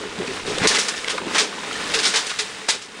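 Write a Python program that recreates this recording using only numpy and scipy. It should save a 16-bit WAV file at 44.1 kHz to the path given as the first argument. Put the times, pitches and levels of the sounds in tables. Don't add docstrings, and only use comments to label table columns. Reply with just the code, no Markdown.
import sys
import numpy as np
from scipy import signal
from scipy.fft import rfft, irfft
from scipy.io import wavfile
from scipy.ndimage import uniform_filter1d

SR = 44100
rng = np.random.default_rng(int(sys.argv[2]) if len(sys.argv) > 2 else 0)


def bounce(signal):
    frames = np.transpose(np.atleast_2d(signal))
    limited = np.clip(frames, -1, 1)
    pcm = np.round(limited * 32767).astype(np.int16)
    wavfile.write(sys.argv[1], SR, pcm)


N = 132300
T = np.arange(N) / SR


def from_db(db):
    return 10 ** (np.asarray(db) / 20)


def unit_power(x):
    return x / np.sqrt(np.mean(x ** 2) + 1e-20)


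def level_curve(rows):
    return from_db(np.interp(T, *np.transpose(rows)))


def envelope(start, rise, hold, decay):
    age = T - start
    attack = np.clip(age / max(rise, 1e-4), 0, 1)
    return attack * np.exp(-np.maximum(age - rise - hold, 0) / max(decay, 1e-4))


def colour(x, points):
    size = 2 * N
    hz, db = np.transpose(points)
    log_hz = np.log(np.arange(N + 1) * SR / size + 1)
    cepstrum = irfft(np.log(from_db(np.interp(log_hz, np.log(hz), db))))
    cepstrum[1:N] *= 2
    cepstrum[N + 1:] = 0
    return irfft(rfft(x, size) * np.exp(rfft(cepstrum)))[:N]


def resonate(x, hz, width_hz):
    r = np.exp(-np.pi * width_hz / SR)
    feedback = [1, -2 * r * np.cos(2 * np.pi * hz / SR), r * r]
    return signal.lfilter(np.array([1, 0, -1]) * (1 - r * r) / 2, feedback, x + 1e-18)


def steady(x, window_s):
    size = max(int(window_s * SR), 2)
    power = uniform_filter1d(uniform_filter1d(x * x, size), size)
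    return x / np.sqrt(np.abs(power) + 1e-12)


def clicks(per_s, spread_db):
    sizes = from_db(spread_db * np.minimum(rng.exponential(1, N), 4))
    return (rng.random(N) < per_s / SR) * sizes * rng.choice([-1, 1], N)


def grains(per_s, spread_db, width_share):
    pitches = np.geomspace(SR / 100, SR / 4, 28)
    ticks = clicks(per_s, spread_db)
    picked = rng.integers(0, len(pitches), N)
    rings = sum(resonate(ticks * (picked == k), hz, hz * width_share) for k, hz in enumerate(pitches))
    return unit_power(rings) + unit_power(ticks)


# t/s, level/dB
RUMBLE_LOUDNESS = [(0, -49), (.4, -44.5), (.64, -38), (.77, -62), (.88, -70), (.97, -52), (1.35, -50),
                   (1.43, -66), (1.52, -56), (1.97, -42), (2.05, -66), (2.16, -55), (2.4, -53.5),
                   (2.75, -62), (3, -57)]
# f/Hz, level/dB
RUMBLE_TONE = [(15, 2), (45, 0), (110, 6), (300, -3), (2000, -20.5)]
def low_rumble():
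    return level_curve(RUMBLE_LOUDNESS) * unit_power(colour(rng.standard_normal(N), RUMBLE_TONE))


# f/Hz, width/Hz, level/dB
FAINT_RINGS = [(428, 33, 0.5), (1434, 7.4, -7.5), (1770, 41, -14), (3754, 170, -8), (4150, 16, -11),
               (4980, 68, -9), (5300, 22, -16)]
def surroundings(x, echo_db=-15, fade_60db_s=0.27, delay_s=0.0039):
    x = x + sum(from_db(db) * resonate(x, hz, width) for hz, width, db in FAINT_RINGS)
    tail = rng.standard_normal(N) * from_db(-60 * T / fade_60db_s) * (T > delay_s)
    return x + from_db(echo_db) * signal.fftconvolve(x, tail / np.linalg.norm(tail))[:N]


# t/s, level/dB
SHIFT_LOUDNESS = [(0, -34), (.14, -36), (.22, -32), (.43, -35), (.64, -26), (.8, -33), (1.01, -37),
                  (1.2, -33), (1.42, -30), (1.52, -34.5), (1.83, -32.5), (2.0, -30.5), (2.26, -41),
                  (2.58, -41), (2.86, -46.5), (3, -39.5)]
# f/Hz, level/dB
SHIFT_TONE = [(40, -67), (110, -14.5), (190, 9.5), (310, 7), (440, 4.5), (650, -2.5), (1050, -1),
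              (2000, -4.5), (3500, -8), (9000, -25)]
def shifting_charcoal():
    knocks = colour(grains(per_s=1000, spread_db=0.5, width_share=0.14), SHIFT_TONE)
    return level_curve(SHIFT_LOUDNESS) * steady(knocks, window_s=0.39)


# t/s, level/dB
SLIDE_LOUDNESS = [(0, -36), (.15, -36), (.25, -34), (.37, -30), (.44, -36.5), (.6, -27.5), (.85, -27),
                  (1.03, -32), (1.14, -30.5), (1.24, -37), (1.34, -27), (1.52, -35), (1.7, -30.5),
                  (1.92, -26), (2.2, -27.5), (2.38, -30.5), (2.66, -35), (2.89, -41.5), (3, -36.5)]
# f/Hz, level/dB
SLIDE_TONE = [(60, -58.5), (120, -1), (250, -10.5), (700, -6), (1800, 1.5), (3600, -1.5), (5500, -5),
              (8000, -8.5), (9800, -11.5), (16000, 0)]
def sliding_paper():
    crackle = colour(grains(per_s=8000, spread_db=0.5, width_share=0.18), SLIDE_TONE)
    return level_curve(SLIDE_LOUDNESS) * steady(crackle, window_s=0.17)


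# t/s, level/dB, f/Hz
LOAD_BUMPS = [(0.186, -24, 206), (0.278, -26, 219), (0.61, -28, 108), (0.614, -20, 184),
              (0.631, -19.5, 263), (0.653, -20, 193), (.664, -31, 50), (1.269, -23, 246),
              (2.6862, -23.5, 330), (2.6862, -23.5, 740)]
def thudding_load():
    return sum(from_db(db) * envelope(t, .5 / hz, .5 / hz, 1 / hz) * np.sin(2 * np.pi * hz * (T - t))
               for t, db, hz in LOAD_BUMPS)


# f/Hz, width/Hz, level/dB
SACK_RINGS = [(109, 18, -15.5), (168.5, 21, -3), (267, 88, -6), (357, 29, 1.5), (489, 270, -35)]
# t/s, level/dB, length/s, f/Hz
WALL_BENDS = [(0.025, -32, 0.04, 428), (0.199, -24, 0.028, 395), (0.246, -31, 0.016, 472),
              (0.284, -30.5, 0.044, 406), (0.469, -26.5, 0.066, 422), (0.575, -24, 0.015, 510),
              (0.64, -25, 0.032, 328), (0.748, -30, 0.048, 446), (1.149, -27, 0.003, 515),
              (1.207, -32, 0.017, 368), (1.254, -31, 0.022, 350), (1.335, -36, 0.032, 330),
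              (2.047, -39, .04, 440), (2.729, -37, 0.033, 417)]
def flexing_wall(rise_s=0.0025, decay_s=0.005, ring_db=9):
    slips = clicks(per_s=250, spread_db=6.5)
    hollow = sum((-1) ** k * from_db(db) * resonate(slips, hz, width)
                 for k, (hz, width, db) in enumerate(SACK_RINGS))
    out = 0
    for t, db, length, hz in WALL_BENDS:
        drumming = hollow + from_db(ring_db) * resonate(slips, hz, width_hz=43)
        out += from_db(db) * envelope(t, rise_s, length, decay_s) * steady(drumming, window_s=0.013)
    return out


# t/s, level/dB, rise/s, decay/s, f/Hz
AIR_NOTES = [(.634, -13, 0.026, 0.008, 440), (1.403, -22.5, 0.013, 0.029, 418.6),
             (1.939, -24, 0.011, 0.043, 445.5), (2.388, -30, 0.015, 0.034, 431)]
def ringing_hollow(waver_share=0.013):
    waver = unit_power(uniform_filter1d(uniform_filter1d(rng.standard_normal(N), size=600), size=600))
    clock = np.cumsum(1 + waver_share * waver) / SR
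    return sum(from_db(db) * envelope(t, rise, 0, decay) * np.sin(2 * np.pi * hz * clock)
               for t, db, rise, decay, hz in AIR_NOTES)


# multiple of its pitch, level/dB, time to fade by 60 dB/s
LUMP_TONES = [(.62, -23, 0.0078), (1, 2, 0.024), (1.37, -14, 0.01), (1.9, 0, 0.0076), (2.8, -13, 0.0095)]
# t/s, relative level/dB, f/Hz
LUMP_HITS = [(0.2771, -16.5, 2670), (.398, -19, 2070), (0.5853, -19, 1630), (.654, -7.5, 2220),
             (0.716, -15, 1540), (0.772, -10.5, 1960), (0.939, -18, 1670), (1.0445, -15, 1910),
             (1.0827, -15, 1780), (1.124, -21, 1400), (1.18, -10.5, 1390), (1.184, -15.5, 1110),
             (1.582, -17.5, 1030), (1.634, -17.5, 990), (1.711, -18, 1330), (1.728, -18.5, 3320),
             (1.755, -15.5, 2080), (2.315, -16.5, 1260), (2.6868, -7.5, 900)]
def clacking_briquettes(crack_db=-16, crack_decay_s=0.0032):
    out, age = np.zeros(N + SR), T[:SR // 10]
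    for t, db, hz in LUMP_HITS:
        gap_s = rng.uniform(0.000753, 0.002327)
        for delay, touch_db in ((0, -11), (gap_s, -6.5)):
            ring = 0
            for multiple, tone_db, fade_s in LUMP_TONES:
                fade = from_db(tone_db + rng.normal(0, 0.65) - 60 * age / fade_s)
                sign = rng.choice([-1, 1])
                tone_hz = hz * multiple * (1 + rng.normal(0, 0.058))
                ring += fade * sign * np.sin(2 * np.pi * tone_hz * age)
            grit = unit_power(resonate(rng.standard_normal(len(age)), 2 * hz, 2 * hz))
            crack = from_db(crack_db) * grit * np.exp(-age / crack_decay_s)
            start = int((t + delay) * SR)
            out[start:start + len(age)] += from_db(db + touch_db) * (ring + crack)
    bass_cut = signal.butter(2, 350, "high", fs=SR, output="sos")
    return signal.sosfilt(bass_cut, out[:N] + 1e-18)


# t/s, level/dB, f/Hz
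PAPER_SNAPS = [(.1885, -17.5, 2980), (.5838, -9.5, 2620), (.6715, -4, 2400), (.979, -17, 3000),
               (1.045, -15.5, 3000), (1.0829, -8, 2280), (1.1797, -18.5, 2600), (1.753, -25.5, 2600),
               (2.6872, -10, 2980)]
def snapping_paper(decay_s=0.0013, width_share=0.8):
    out, age = np.zeros(N + SR), T[:SR // 50]
    for t, db, hz in PAPER_SNAPS:
        burst = rng.standard_normal(len(age)) * np.exp(-age / decay_s)
        snap = resonate(burst, hz, hz * width_share)
        start = int(t * SR)
        out[start:start + len(age)] += from_db(db) * snap / np.abs(snap).max()
    return out[:N]


# f/Hz, level/dB
CREASE_TONE = [(60, -38), (120, -17.5), (220, -22), (400, -7.5), (700, -5.5), (1500, 0.5), (3700, -0.5),
               (5500, -1), (8000, -7.5), (9800, -11.5), (16000, -8.5)]
# t/s, level/dB, rise/s, hold/s, decay/s, f/Hz, brightness/(dB per octave)
PAPER_FOLDS = [(0.27, -35, 0.002, 0.0028, 0.0018, 2800, 1), (0.46, -29.5, .008, 0.032, 0.068, 3050, 0.5),
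               (0.577, -34, 0.00087, 0.0015, 0.0028, 3000, -13),
               (0.612, -18.5, 0.031, 0.02, 0.0045, 1910, -5),
               (0.6733, -5.5, 0.00093, 0.0146, 0.011, 4940, 4.5),
               (0.69, -23, 0.0038, 0.044, 0.017, 1580, -1.5),
               (0.742, -19, 0.0065, 0.022, 0.0087, 2780, 0.5), (0.783, -17.5, 0.0034, 0.01, 0.036, 4850, 3),
               (0.883, -19.5, 0.0013, 0.0075, 0.01, 4740, 2), (.959, -32.5, .003, 0.009, 0.053, 3500, 4),
               (1.076, -26.5, 0.0015, 0.005, 0.004, 2200, -3), (1.092, -22, .006, 0.012, 0.017, 3380, -0.5),
               (1.344, -18, 0.0054, 0.02, 0.017, 2330, -1.5), (1.38, -13.5, 0.0033, 0.015, 0.027, 4830, 1),
               (1.936, -16, 0.0059, 0.0032, 0.028, 3580, 0.5), (1.985, -22, 0.0047, 0.0074, 0.015, 3580, 2),
               (2.025, -19.5, 0.013, 0.0091, 0.0075, 3770, 1),
               (2.05, -16.5, 0.0033, 0.016, 0.035, 4180, 2.5), (2.134, -19, .009, 0.006, 0.022, 2210, -0.5),
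               (2.157, -19.5, 0.0016, 0.015, 0.03, 4000, 2), (2.263, -25.5, 0.0045, 0.0041, 0.012, 4700, 8),
               (2.293, -26.5, 0.0028, 0.015, 0.012, 3600, -0.5),
               (2.386, -18.5, 0.0041, 0.008, 0.022, 3970, 2),
               (2.682, -15, 0.0098, 0.016, 0.0096, 3630, 2.5),
               (2.718, -28.5, 0.0046, 0.028, 0.029, 3530, 0), (2.814, -36, 0.0045, 0.0075, 0.031, 4440, 3)]
def buckling_paper(boost_db=2.5, boost_octaves=0.41):
    creases = colour(grains(per_s=8000, spread_db=0, width_share=0.078), CREASE_TONE)
    spectrum = rfft(steady(creases, window_s=0.007))
    octaves = np.log2(np.clip(np.arange(N // 2 + 1) * SR / N, 400, 8000))
    out = 0
    for t, db, rise, hold, decay, hz, brightness in PAPER_FOLDS:
        near_pitch = np.exp(-((octaves - np.log2(hz)) / boost_octaves) ** 2)
        fold_tone = from_db(brightness * octaves + boost_db * near_pitch)
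        crunch = unit_power(irfft(spectrum * fold_tone, N))
        out += from_db(db) * envelope(t, rise, hold, decay) * crunch
    return out


def scene():
    paper = buckling_paper() + snapping_paper() + sliding_paper()
    crunch = paper + shifting_charcoal() + clacking_briquettes()
    rumble = low_rumble()
    return (surroundings(crunch) + flexing_wall() + ringing_hollow() + thudding_load() + rumble)[None]


def low_pass(x, hz):
    return signal.sosfilt(signal.ellip(12, .2, 80, hz, fs=SR, output="sos"), x)


def record(dry, limit_db=-13.5, window_s=0.0019, release_db_per_s=341):
    memory = np.exp(-1 / (window_s * SR))
    power = signal.lfilter([1 - memory], [1, -memory], dry[0] ** 2)
    over_db = np.maximum(10 * np.log10(power + 1e-12) - limit_db, 0)
    recovery_db = release_db_per_s * T
    duck_db = np.maximum.accumulate(over_db + recovery_db) - recovery_db
    limited = dry * from_db(-duck_db)
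    softened = low_pass(limited, hz=9974) + from_db(-26) * limited
    return low_pass(softened, hz=15700)


dry = scene()
out = record(dry)
bounce(out)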